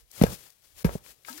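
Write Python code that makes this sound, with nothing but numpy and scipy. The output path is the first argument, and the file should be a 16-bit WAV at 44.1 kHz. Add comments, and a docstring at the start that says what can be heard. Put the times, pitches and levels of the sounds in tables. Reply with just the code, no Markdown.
"""A boot stamps twice on a steel spade in leafy forest soil: sinking sine thuds with ground boom and shaft ring.
Bursts of coloured noise crunch the litter; random grains over hiss rustle as the weight shifts in dry leaves.
Low noise crumbles and rumbles. The boot knocks the blade, a set of decaying modes, during both stamps and once
more near the end, where a short rising tone groans like a rubbing sole. All is close and outdoors; the right
microphone is shaded and hears it later, and the trees answer as a faint diffuse tail."""
import sys
import numpy as np
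from scipy import signal
from scipy.fft import rfft, irfft, next_fast_len
from scipy.io import wavfile
from scipy.ndimage import map_coordinates

SR = 44100
rng = np.random.default_rng(int(sys.argv[2]) if len(sys.argv) > 2 else 0)


def digitize_waveform(pressure):
    """Quantize a signal to 16-bit integers and store it at the path in sys.argv[1].

    Rows of a 2-D input are taken as channels; values are limited to [-1, 1].
    """
    field = np.atleast_2d(pressure).T
    bounded = np.clip(field, -1, 1)
    quanta = np.round(bounded * 32767).astype(np.int16)
    wavfile.write(sys.argv[1], SR, quanta)


N = 61739  # length in samples

# movement in the leaves: t/s, level/dB
RUSTLE_LEVEL = [(0, -55), (.05, -66), (.1, -62), (.135, -48), (.195, -39), (.27, -41.5), (.335, -35.5),
                (.375, -49.5), (.455, -48), (.55, -62.5), (.61, -62), (.66, -56), (.74, -59.5),
                (.78, -45.5), (.87, -44.5), (.895, -51), (.945, -41.5), (1.0, -59.5), (1.025, -58.5),
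                (1.055, -49.5), (1.105, -46), (1.155, -62.5), (1.245, -60.5), (1.275, -41), (1.34, -43),
                (1.4, -43.5)]
# tone colour of the leaves: f/Hz, level/dB
LEAF_COLOUR = [(200, -6), (600, 1), (1200, -1), (2500, 1.5), (5000, 3), (8500, 2), (11500, 3), (16000, -1)]
# soil shifting round the blade: t/s, level/dB
CRUMBLE_LEVEL = [(0, -73.5), (.125, -80.5), (.2, -43.5), (.25, -36.5), (.29, -39.5), (.335, -45.5),
                 (.37, -61.5), (.45, -65.5), (.53, -80), (.73, -80), (.83, -78.5), (.865, -35), (.93, -44),
                 (1.0, -58), (1.04, -66.5), (1.1, -66), (1.16, -70.5), (1.26, -74), (1.4, -69)]
# tone colour of the crumbling earth: f/Hz, level/dB
EARTH_COLOUR = [(25, -29.5), (70, -4), (130, 1), (210, -9), (330, -9.5), (480, -5), (800, -12.5),
                (1500, -16.5), (4000, -33)]
# low swells, probably the ground flexing under the shifting weight: t/s, level/dB
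RUMBLE_LEVEL = [(0, -69), (.035, -62), (.1, -76), (.3, -47.5), (.42, -75), (.55, -81), (.68, -71.5),
                (.78, -61), (.95, -74), (1.04, -75), (1.1, -63), (1.2, -86.5), (1.4, -76.5)]
# tone colour of the rumble: f/Hz, level/dB
RUMBLE_COLOUR = [(20, -4.5), (55, -2), (80, -4.5), (160, -35.5), (600, -71.5)]
# crunches and twig snaps: t/s, level/dB, t60/s, centre f/Hz, fall one octave from the centre/dB
SNAPS = [(0.1139, -37.5, 0.018, 8300, 8.5), (0.2128, -22.5, 0.12, 706, 0.95),
         (0.2229, -15.5, 0.016, 9500, 2), (0.2365, -12, 0.019, 2500, 0.57),
         (0.2423, -36.5, 0.12, 2940, 4.7), (0.2647, -28, 0.028, 1000, 0.8), (0.503, -41, 0.013, 7140, 4),
         (0.8452, -24.5, 0.07, 1990, 0.6), (0.8547, -25.5, 0.013, 10020, 11.5),
         (0.865, -29.5, 0.021, 1015, 0), (0.8925, -25.5, 0.011, 1000, 2), (0.9566, -28, 0.0134, 596, 7),
         (1.062, -41.5, 0.019, 2000, 3), (1.248, -39.5, 0.037, 2990, 7), (1.328, -29, 0.014, 5030, 12.5),
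         (1.376, -35, 0.045, 6000, 6), (1.38, -44, 0.11, 1600, 26)]
# tone colour shared by crunches and snaps: f/Hz, level/dB
CRUNCH_COLOUR = [(150, -37.5), (500, 21), (850, 12), (1300, 6.5), (2400, 8), (3100, -1), (5000, 3.5),
                 (9000, -4), (12000, 6), (16000, -7.5)]
# blows in the soil: t/s, level/dB, first f/Hz, last f/Hz, t60/s, rise/s,
# shaft ring level/dB, shaft f/Hz, ground boom level/dB
THUDS = [(.2148, 6, 243, 120.4, 0.025, 0.0015, -9.5, 405, -20.5),
         (0.2377, -3, 249, 125, 0.03, 0.00038, -1, 459, -25),
         (0.324, -26.5, 215.5, 178, 0.054, .003, -54, 480, -48),
         (0.8458, -2.5, 198.7, 159.6, 0.0485, 0.002, -3, 434, -18),
         (0.9534, -13, 206.3, 130, 0.024, 0.00082, -15.5, 413, -43.5)]
# knocks on the blade: t/s, level/dB
KNOCKS = [(0.2405, -36.5), (0.264, -37), (.847, -33), (0.8893, -39), (1.2834, -33.5)]
# ringing modes of the steel blade: f/Hz, level/dB, t60/s
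BLADE_MODES = [(486.5, -17, 0.076), (640, -12, .06), (795, -12.5, .07), (918, -7, 0.21), (1305, 1.5, 0.084),
               (1618, 0, 0.1), (2366, -20.5, 0.086)]
# the groan: t/s, f/Hz, level/dB
GROAN = [(1.292, 265.7, -76), (1.303, 244, -45), (1.315, 257, -43.5), (1.329, 236, -48.5),
         (1.345, 310, -50), (1.372, 298.3, -47), (1.386, 355, -61), (1.4, 350, -51)]
# tone colour of the background air: f/Hz, level/dB
AIR_COLOUR = [(20, 7), (55, 0.5), (110, -16), (250, -22.5), (450, -14), (700, -24.5), (1500, -33.5),
              (16000, -47.5)]
# shading of the right microphone: f/Hz, level/dB
SHADE = [(55, 7.5), (130, 1), (250, -2), (450, -2.5), (800, -10), (1400, -14.5), (2100, -13.5),
         (2600, -15.5), (3300, -5.5), (4300, -19.5), (6200, -19.5), (8000, -41), (10500, -19.5),
         (12500, -10), (14500, -4.5)]
# litter power reaching the right side by other paths: f/Hz, share/0-1
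SCATTER = [(100, 0.44), (1000, 1), (4000, 1), (12000, 1)]

GRAINS_PER_S = 2100
GRAIN_SPREAD = 0.5  # spread of the natural log of grain size
GRAIN_SHARE = 0.34  # crackle's share of the rustle's power, the rest is hiss
FLUTTER_DB = 1.28
DIP_S, DIP_HALF_WIDTH_S, DIP_DB = .8378, 0.0061, -41  # a very brief dip in level just before the second stamp
SNAP_RISE_S = .0005
SAG_S = 0.008  # the pitch of a thud sinks as the soil gives
GROUND_HZ, GROUND_T60_S, GROUND_RISE_S = 61, 0.18, 0.0062
SHAFT_T60_S = .019
BLADE_ROUGH_RAD = .5
GROAN_JITTER, OVERTONE_DB = 0.0087, -36  # jitter is a fraction of the pitch
AIR_DB = -76
WOODS_DB, WOODS_T60_S = -30.5, .3
LAG_S = .00032  # delay of the right side
LEFT_LOW_CUT_HZ, LOW_CUT_HZ, TOP_HZ = 41, 38, 15950


def amp(db):
    """Decibels to gain."""
    return 10 ** (np.asarray(db) / 20)


def unit(x):
    """Scale to rms 1."""
    return x / np.sqrt(np.mean(x ** 2) + 1e-20)


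def along(points, hz):
    """Read (f/Hz, value) points on a log frequency axis."""
    f, v = np.transpose(points)
    return np.interp(np.log(hz + 1), np.log(f + 1), v)


def since(s):
    """Seconds since s, zero before it."""
    return np.maximum(np.arange(N) / SR - s, 0)


def curves(rows):
    """One value per sample for each column after the time."""
    s, *columns = np.transpose(rows)
    return [np.interp(since(0), s, column) for column in columns]


def wobble(rate):
    """A smooth random curve, rate knots a second."""
    return map_coordinates(rng.standard_normal(N), [since(0) * rate])


def filtered(x, response):
    """x times a complex response of frequency."""
    m = next_fast_len(N + SR // 2)  # padding leaves room for the filter's ringing
    spectrum = rfft(x, m) * response(np.fft.rfftfreq(m, 1 / SR))
    return irfft(spectrum, m)[..., :N]


def noise(colour, centre_hz=1000, fall_db=0):
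    """Coloured noise of rms 1; a fall above 0 dB weakens it on both sides of the centre."""
    def response(hz):
        octaves = np.log2((hz + 1) / centre_hz)
        return amp(along(colour, hz) - fall_db * octaves ** 2)

    return unit(filtered(rng.standard_normal(N), response))


def strike(t, rise, t60):
    """Quick rise and exponential decay."""
    return (1 - np.exp(-t / rise)) * np.exp(-np.log(1000) * t / t60)


def leaves():
    """Dry leaves rub in dense tiny crackles over a hiss; their common level slides and flutters."""
    hits = rng.random(N) < GRAINS_PER_S / SR
    sizes = np.exp(GRAIN_SPREAD * rng.standard_normal(N))
    grains = hits * rng.choice([-1, 1], N) * sizes
    crackle = unit(filtered(grains, lambda hz: amp(along(LEAF_COLOUR, hz))))
    hiss = noise(LEAF_COLOUR)
    level_db, = curves(RUSTLE_LEVEL)
    # the sixth power gives the dip a flat floor and steep sides
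    dip_db = DIP_DB * np.exp(-((since(0) - DIP_S) / DIP_HALF_WIDTH_S) ** 6)
    level = amp(level_db + dip_db + FLUTTER_DB * wobble(120))
    return level * (np.sqrt(GRAIN_SHARE) * crackle + np.sqrt(1 - GRAIN_SHARE) * hiss)


def soil():
    """Dull noise crumbles while the blade sinks, over a faint low rumble."""
    crumble_db, = curves(CRUMBLE_LEVEL)
    rumble_db, = curves(RUMBLE_LEVEL)
    crumble = amp(crumble_db) * noise(EARTH_COLOUR)
    rumble = amp(rumble_db) * noise(RUMBLE_COLOUR)
    return crumble + rumble


def snaps():
    """Litter crushed under the edge and small twigs breaking, each a decaying burst of noise."""
    out = np.zeros(N)
    for s, db, t60, centre_hz, fall_db in SNAPS:
        burst = strike(since(s), SNAP_RISE_S, t60)
        out += amp(db) * burst * noise(CRUNCH_COLOUR, centre_hz, fall_db)
    return out


def thuds():
    """Each blow is a soft-edged thud of sinking pitch, with the ground's boom and the shaft's short ring."""
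    out = np.zeros(N)
    for s, db, first_hz, last_hz, t60, rise, shaft_db, shaft_hz, ground_db in THUDS:
        t = since(s)
        # cycles of a pitch gliding exponentially from first to last
        turns = last_hz * t + (first_hz - last_hz) * SAG_S * (1 - np.exp(-t / SAG_S))
        body = amp(db) * strike(t, rise, t60) * np.sin(2 * np.pi * turns)
        boom = amp(ground_db) * strike(t, GROUND_RISE_S, GROUND_T60_S) * np.sin(2 * np.pi * GROUND_HZ * t)
        shaft = amp(shaft_db) * strike(t, rise, SHAFT_T60_S) * np.sin(2 * np.pi * shaft_hz * t)
        soft_edge = np.tanh(t / rise)
        out -= soft_edge * (body + boom + shaft)  # the first swing is negative
    return out


def blade():
    """The steel rings briefly in modes of unsteady phase, damped by the soil."""
    out = np.zeros(N)
    for s, db in KNOCKS:
        t = since(s)
        for hz, mode_db, t60 in BLADE_MODES:
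            phase = 2 * np.pi * (hz * t + rng.random()) + BLADE_ROUGH_RAD * wobble(280)
            out += amp(db + mode_db) * strike(t, SNAP_RISE_S, t60) * np.sin(phase)
    return out


def groan():
    """An unsteady rising tone with a faint octave, probably the sole slipping on the tread."""
    hz, level_db = curves(GROAN)
    unsteady_hz = hz * (1 + GROAN_JITTER * wobble(300))
    phase = 2 * np.pi * np.cumsum(unsteady_hz) / SR
    tone = np.sin(phase) + amp(OVERTONE_DB) * np.sin(2 * phase)
    started = since(GROAN[0][0]) > 0
    return started * amp(level_db) * tone


def echo(x, t60):
    """Diffuse reflections: the sound smeared by a decaying noise tail of unit energy."""
    tail = rng.standard_normal(N) * strike(since(0), t60 / 20, t60)
    return signal.fftconvolve(x, tail / np.linalg.norm(tail))[:N]


def low_cut(hz, corner_hz):
    """First-order high-pass response."""
    return 1j * hz / (corner_hz + 1j * hz)


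def scene():
    """The left side gets a bass cut, the right side is late and shaded; trees and air join both."""
    spade = thuds() + blade() + groan() + soil()
    litter = leaves() + snaps()
    scattered = leaves() + snaps()  # same events with fresh grain, for the other paths

    left = filtered(spade + litter, lambda hz: low_cut(hz, LEFT_LOW_CUT_HZ) ** 2)

    direct_litter = filtered(litter, lambda hz: np.sqrt(1 - along(SCATTER, hz)))
    scattered_litter = filtered(scattered, lambda hz: np.sqrt(along(SCATTER, hz)))
    right = spade + direct_litter + scattered_litter
    right = filtered(right, lambda hz: amp(along(SHADE, hz)) * np.exp(-2j * np.pi * hz * LAG_S))

    sides = []
    for side in (left, right):
        woods = amp(WOODS_DB) * echo(side, WOODS_T60_S)
        air = amp(AIR_DB) * noise(AIR_COLOUR)
        sides.append(side + woods + air)
    return np.array(sides)


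def record(dry):
    """The deepest bass is cut and nothing is kept above the band limit."""
    return filtered(dry, lambda hz: low_cut(hz, LOW_CUT_HZ) ** 2 * (hz < TOP_HZ))


dry = scene()
out = record(dry)
digitize_waveform(out)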